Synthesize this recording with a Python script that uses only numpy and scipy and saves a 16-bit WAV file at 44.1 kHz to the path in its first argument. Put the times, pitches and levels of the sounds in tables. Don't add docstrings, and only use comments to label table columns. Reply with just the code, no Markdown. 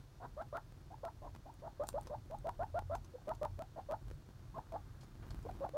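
import sys
import numpy as np
from scipy import signal
from scipy.fft import rfft, irfft, next_fast_len
from scipy.io import wavfile

SR = 44100
rng = np.random.default_rng(int(sys.argv[2]) if len(sys.argv) > 2 else 0)


def dump(signal):
    limited = np.clip(np.atleast_2d(signal).T, -1, 1)
    pcm = np.round(limited * 32767).astype(np.int16)
    wavfile.write(sys.argv[1], SR, pcm)


N = 254456

# (start [s], length [s], held pitch [Hz],
# top of the flick [Hz], level [dB], swell from start to end [dB], overtones [dB], roughness [dB])
CHIRPS = [(0.199, 0.066, 752.5, 1008, -51.5, 10, -11, 0), (0.367, 0.063, 635, 831, -46.5, 3, -8, -14.5),
          (0.526, 0.065, 648.5, 973, -46, -4.5, -1.5, -6), (0.901, 0.051, 771, 960, -55, 7, -17, -5.5),
          (1.032, 0.065, 672, 960, -46, -8.5, -11.5, -7.5), (1.218, .067, 690, 1000, -53.5, 3, -34, -1.5),
          (1.455, 0.055, 749, 950, -55.5, 3, -23, -11), (1.619, 0.068, 632.4, 824, -50.5, 7.5, -17.5, -5.5),
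          (1.796, 0.053, 611.5, 844, -41, -6.5, -14, -12.5), (1.939, .055, 615, 863, -40, 0.5, -21, -13.5),
          (2.097, .060, 609, 900, -44.5, 3.5, -25, -9), (2.299, 0.058, 642, 887, -47.5, 11.5, -34, -8.5),
          (2.444, 0.058, 663, 970, -40.5, 5.5, -22, -11.5), (2.592, 0.058, 686, 907, -40, -2, -14.5, -13.5),
          (2.742, 0.058, 670.6, 889, -39, 1, -15, -14.5),
          (2.897, 0.065, 650.6, 895, -41, 1.5, -12.5, -11.5), (3.136, 0.026, 493, 507, -49.5, 19, -37, -14),
          (3.182, 0.011, 790, 780, -57.5, 1, -27, -14), (3.272, .056, 634.5, 924, -41, 1.5, -14, -10),
          (3.413, 0.051, 597, 933, -38, 1.5, -16, -11), (3.586, .046, 671, 777, -46, 3, -15.5, -15.5),
          (3.759, 0.045, 696, 828, -47, 9, -28, -4.5), (3.887, .064, 617, 870, -40.5, 5, -15.5, -9.5),
          (4.541, 0.036, 1058, 1040, -51.5, 7, -28, -7.5),
          (4.558, 0.039, 672.4, 870, -47.5, 16.5, -17, -10), (4.719, 0.0536, 701, 863, -45.5, 9, -26, -4),
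          (5.450, 0.025, 464, 616, -47, -1, -18, -7.5), (5.488, 0.014, 750, 736, -42, 11, -23, -11.5),
          (5.605, 0.052, 570.4, 854, -41, 5, -16, -11), (5.659, .017, 720, 720, -45.5, -2, -21, -7),
          (5.735, 0.06, 612, 800, -38, 18.5, -24.5, -13)]
# (frequency [Hz], gain [dB])
SHUT_RASP_SPECTRUM = [(250, -6.5), (450, -2.5), (650, -1), (1050, 1.5), (1300, -28), (1700, -8),
                      (2100, -17), (3000, -15)]
OPEN_RASP_SPECTRUM = [(500, -42), (1100, 5.5), (1400, -7), (1750, 1), (2100, -3.5), (3000, -6.5)]
# (frequency [Hz], gain [dB])
MOUTH_RESPONSE = [(100, 4.5), (1200, 2), (1450, 2), (1700, -6), (2000, -9), (2600, -18.5), (3800, -12),
                  (6000, -28)]
# (time [s], level [dB], time to fall by 60 dB [s], knock against snap [dB], stalk pitch [ratio])
SNAPS = [(1.349, -65, 0.015, 11, 0.46), (1.540, -63, 0.016, -19, 1.2), (1.837, -53, 0.0095, 10, 0.91),
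         (1.871, -52, 0.017, -4, 0.96), (1.883, -53, .01, -20, 1.3), (1.8886, -35.5, 0.011, -4, 1.01),
         (2.0119, -51.5, 0.0035, -21, 1.1), (2.031, -62, .03, -5, 1.1), (2.071, -55.5, 0.033, 7.5, .69),
         (2.3863, -61.5, 0.018, -14, 1.1), (2.951, -57, 0.063, 2, 0.84), (3.046, -61, 0.039, -5, 0.71),
         (3.35, -62, .029, -10, 0.86), (4.113, -59, 0.012, 15.5, 0.66), (5.011, -63, 0.12, -13, 0.59),
         (5.033, -65, 0.062, 8.5, 0.78), (5.227, -62.5, 0.12, 8.5, 0.23), (5.306, -56, .05, 2.5, 0.59),
         (5.427, -66, 0.034, -6, 0.97)]
# (frequency [Hz], width [Hz], gain [dB])
STALK_MODES = [(1060, 220, -19), (3700, 1400, -7), (5560, 660, -2), (7400, 210, 5), (8600, 600, 2),
               (11100, 2200, -26), (12700, 4900, -10)]
# (frequency [Hz], gain [dB])
KNOCK_SPECTRUM = [(150, -31), (400, -0.5), (1000, -7), (1700, -16), (2800, -38), (8000, -68)]
# (busiest moment [s], half-length [s], shavings [dB], hay [dB])
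SCUFFLES = [(1.35, 0.54, -67.5, -102), (1.994, 0.076, -60.5, -79), (2.562, 0.14, -67.5, -95),
            (3.493, 0.75, -67, -93), (4.94, 0.38, -64.5, -75), (5.264, 0.044, -62.5, -72),
            (5.48, 0.18, -56, -73.5)]
# (frequency [Hz], gain [dB])
SHAVINGS_SPECTRUM = [(120, -1.5), (180, 7.5), (250, 0.5), (340, 3.5), (500, -11.5), (1000, -11.5),
                     (1800, -22.5), (3000, -25.5), (8000, -35.5)]
HAY_SPECTRUM = [(200, 6), (500, -17.5), (1000, 6), (1600, 6), (2300, -12), (4500, -25), (8000, -32),
                (15000, -30)]
# (time [s], level [dB])
RUMBLE_LEVEL = [(0.0, -50), (0.11, -63), (0.26, -52), (0.48, -56.5), (1.59, -56.5), (2.97, -50),
                (3.16, -59), (3.26, -53), (3.57, -50.5), (3.74, -61.5), (4.13, -49.5), (4.26, -60),
                (4.6, -50.5), (4.63, -69), (4.72, -54), (5.22, -52.5), (5.3, -45), (5.77, -57.5)]
# (frequency [Hz], gain [dB])
RUMBLE_SPECTRUM = [(10, -35.5), (27, -5), (37, 0.5), (50, 4.5), (68, -8), (90, -2), (140, -2.5), (175, -24),
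                   (260, -28), (600, -55.5)]
# (loudest moment [s], half-length [s], level [dB])
DRONE_SWELLS = [(2.8, 0.16, -50.5), (3.52, 0.041, -49)]
# (frequency [Hz], gain [dB])
HISS_SPECTRUM = [(200, -10), (500, 6), (1000, -0.5), (1600, -4), (2500, -8.5), (4400, -7.5), (6500, -11),
                 (8500, -15), (15800, -19)]
# (frequency [Hz], level [dB])
WHINE_TONES = [(3621, -91.5), (4345, -90.5), (5069, -95.5), (5793, -92), (6518, -93.5), (7594, -101)]
DROPOUT_ENDS = [.4237, .5737, .7237, 1.0537, 1.3537, 1.3637, 2.3137, 2.4737, 2.4937, 2.6337, 2.7937, 2.8237,
                2.9537, 3.2837, 3.2937, 3.4337, 3.4537, 3.5937, 3.6237, 3.9137, 3.9237, 4.0837, 4.1037,
                4.5837, 4.7237, 5.5137, 5.6937]


def chirps(jitter=0.0246, shimmer_db=0.92, attack_s=0.0029, release_s=0.0063, sag=0.89):
    out = np.zeros(N)
    wobble, flutter, split = wander(112), wander(180), wander(97)
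    shut_air, open_air = noise(SHUT_RASP_SPECTRUM), noise(OPEN_RASP_SPECTRUM)
    for chirp, start_cycle in zip(CHIRPS, rng.random(len(CHIRPS))):
        start, length, held_hz, flick_hz, level_db, swell_db, overtones_db, rough_db = chirp
        i = np.arange(int(start * SR), min(int((start + length) * SR), N))
        t = i / SR - start
        rough = amp(rough_db)
        moments, pitches = chirp_gesture(length, held_hz, flick_hz)
        hz = np.interp(t, [*moments, length], [*pitches, sag * pitches[-1]])
        hz *= 1 + jitter * (1 + 3 * rough) * wobble[i]
        phase = 2 * np.pi * (start_cycle + np.cumsum(hz) / SR)
        closure = np.interp(t, moments, [0.4, 0.63, 1.83, 0.48])
        overtones = np.cos(2 * phase) + amp(-19) * np.cos(3 * phase) + amp(-4) * open_air[i]
        tone = np.cos(phase) + amp(overtones_db) * closure * overtones
        half_harmonic = amp(-9.5) * (0.8 + 0.6 * split[i]) * np.minimum(closure, 1) * np.cos(1.5 * phase)
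        rasp = shut_air[i] * (1 + 0.21 * np.cos(phase))
        voice = np.sqrt(2) * (tone + rough * half_harmonic) + rough * rasp
        gate = np.clip(t / attack_s, 0, 1) * np.clip((length - t) / release_s, 0, 1)
        arch_db = np.interp(t, moments, [-2, 0, -0.5, 0.94])
        effort = amp(level_db + arch_db + swell_db * (t / length - 0.5) + shimmer_db * flutter[i])
        out[i] += gate * effort * voice / np.sqrt(1 + rough ** 2 / 2)
    return shape(np.pad(out, (0, SR)), MOUTH_RESPONSE)[:N]


def chirp_gesture(length, held_hz, flick_hz, scoop=0.8183, climb=0.017, scoop_share=0.2837):
    blip_s, full_s = 0.01, 0.054
    flick_s, top_s = 0.01832, 0.0077
    reach = np.clip((length - blip_s) / (full_s - blip_s), 0, 1)
    hurry = min(length / full_s, 1)
    moments = np.array([0, scoop_share * length, length - hurry * flick_s, length - hurry * top_s])
    bend = 1 + reach * np.array([scoop - 1, -climb, climb])
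    return moments, [*(held_hz * bend), flick_hz]


def snaps(rise_share=0.11):
    out, knock = np.zeros(N), noise(KNOCK_SPECTRUM)
    for time, level_db, t60, knock_db, pitch_ratio in SNAPS:
        peak = int(time * SR)
        i = np.arange(peak - SR // 100, min(peak + SR // 10, N))
        age = (i / SR - time) / t60
        force_db = -60 * np.maximum(age, -age / rise_share)
        crack = stalk_noise(pitch_ratio, len(i))
        out[i] += amp(level_db + force_db) * (crack + amp(knock_db) * knock[i])
    return out


def stalk_noise(pitch_ratio, size):
    f = np.geomspace(100, 20000, 400)
    power = sum(amp(db) ** 2 / (1 + (2 * (f / pitch_ratio - hz) / width) ** 2)
                for hz, width, db in STALK_MODES)
    return noise(np.c_[f, 10 * np.log10(power)], size)


def bedding():
    times, half_lengths, shavings_db, hay_db = np.transpose(SCUFFLES)
    shavings_gain = swells(zip(times, half_lengths, shavings_db), idle_db=-67.5)
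    hay_gain = swells(zip(times, half_lengths, hay_db), idle_db=-79)
    shavings = rustle(SHAVINGS_SPECTRUM, grains_per_s=500, patchy_db=3.0)
    hay = rustle(HAY_SPECTRUM, grains_per_s=640, patchy_db=0.5)
    return shavings_gain * shavings + hay_gain * hay


def rustle(spectrum, grains_per_s, patchy_db):
    size, chance = rng.random((2, N))
    slips = unit(size ** 2 * (chance < grains_per_s / SR) * rng.standard_normal(N))
    rub = rng.standard_normal(N)
    clumps = amp(patchy_db * wander(34))
    return unit(shape(slips + rub, spectrum) * clumps)


def cage_and_room(direct, walls_db, tail_db, t60, echoes_per_s=3000):
    t = np.arange(SR // 2) / SR
    walls, tail = rng.standard_normal((2, len(t))) * (rng.random((2, len(t))) < echoes_per_s / SR)
    walls *= (t > 0.002) * np.exp(-t / 0.014)
    tail *= (t > 0.008) * amp(-60 * t / t60)
    echo = amp(walls_db) * walls / np.linalg.norm(walls) + amp(tail_db) * tail / np.linalg.norm(tail)
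    return direct + signal.fftconvolve(direct, echo)[:N]


def rumble(lumpy_db=1.0):
    level_db = np.interp(np.arange(N) / SR, *np.transpose(RUMBLE_LEVEL))
    return amp(level_db + lumpy_db * wander(2.7)) * noise(RUMBLE_SPECTRUM)


def drone(pitch_hz=87.04, drift_hz=1.58):
    phase = 2 * np.pi * np.cumsum(pitch_hz + drift_hz * wander(9.7)) / SR
    return np.sqrt(2) * swells(DRONE_SWELLS, idle_db=-66) * np.sin(phase)


def camera_noise(hiss_db=-71.5):
    t = np.arange(N) / SR
    whine = sum(amp(db) * np.sin(2 * np.pi * hz * t) for hz, db in WHINE_TONES)
    return np.sqrt(2) * whine + amp(hiss_db) * noise(HISS_SPECTRUM)


def amp(db):
    return 10 ** (np.asarray(db) / 20)


def unit(x):
    return x / np.sqrt(np.mean(x ** 2) + 1e-20)


def shape(x, curve):
    hz, db = np.transpose(curve)
    size = next_fast_len(len(x), True)
    f = np.fft.rfftfreq(size, 1 / SR)
    gain = amp(np.interp(np.log(f + 1), np.log(hz + 1), db))
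    return irfft(rfft(x, size) * gain, size)[:len(x)]


def noise(spectrum, size=N):
    return unit(shape(rng.standard_normal(size), spectrum))


def wander(rate_hz):
    size = next_fast_len(N, True)
    f = np.fft.rfftfreq(size, 1 / SR)
    lowpass = np.exp(-(f / rate_hz) ** 2)
    return unit(irfft(rfft(rng.standard_normal(size)) * lowpass, size)[:N])


def swells(rows, idle_db):
    t = np.arange(N) / SR
    power = sum(amp(db) ** 2 * np.exp(-((t - time) / half) ** 2) for time, half, db in rows)
    return np.sqrt(amp(idle_db) ** 2 + power)


def scene(voice_db=-2.0):
    animals = cage_and_room(amp(voice_db) * chirps() + bedding(), walls_db=-14, tail_db=-15, t60=0.13)
    stalks = cage_and_room(snaps(), walls_db=-13, tail_db=-21, t60=0.12)
    return (animals + stalks + rumble() + drone() + camera_noise())[None]


def record(dry):
    shortest_s, longest_s, stale_s, cutoff_hz = 0.00097, 0.0028, 0.08, 15900
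    out = dry.copy()
    for end, length in zip(DROPOUT_ENDS, rng.uniform(shortest_s, longest_s, len(DROPOUT_ENDS))):
        i = np.arange(int((end - length) * SR), int(end * SR))
        out[:, i] = dry[:, i - int(stale_s * SR)]
    lowpass = signal.firwin(511, cutoff_hz, window=("kaiser", 7), fs=SR)
    return signal.oaconvolve(out, lowpass[None], "same")


dry = scene()
out = record(dry)
dump(out)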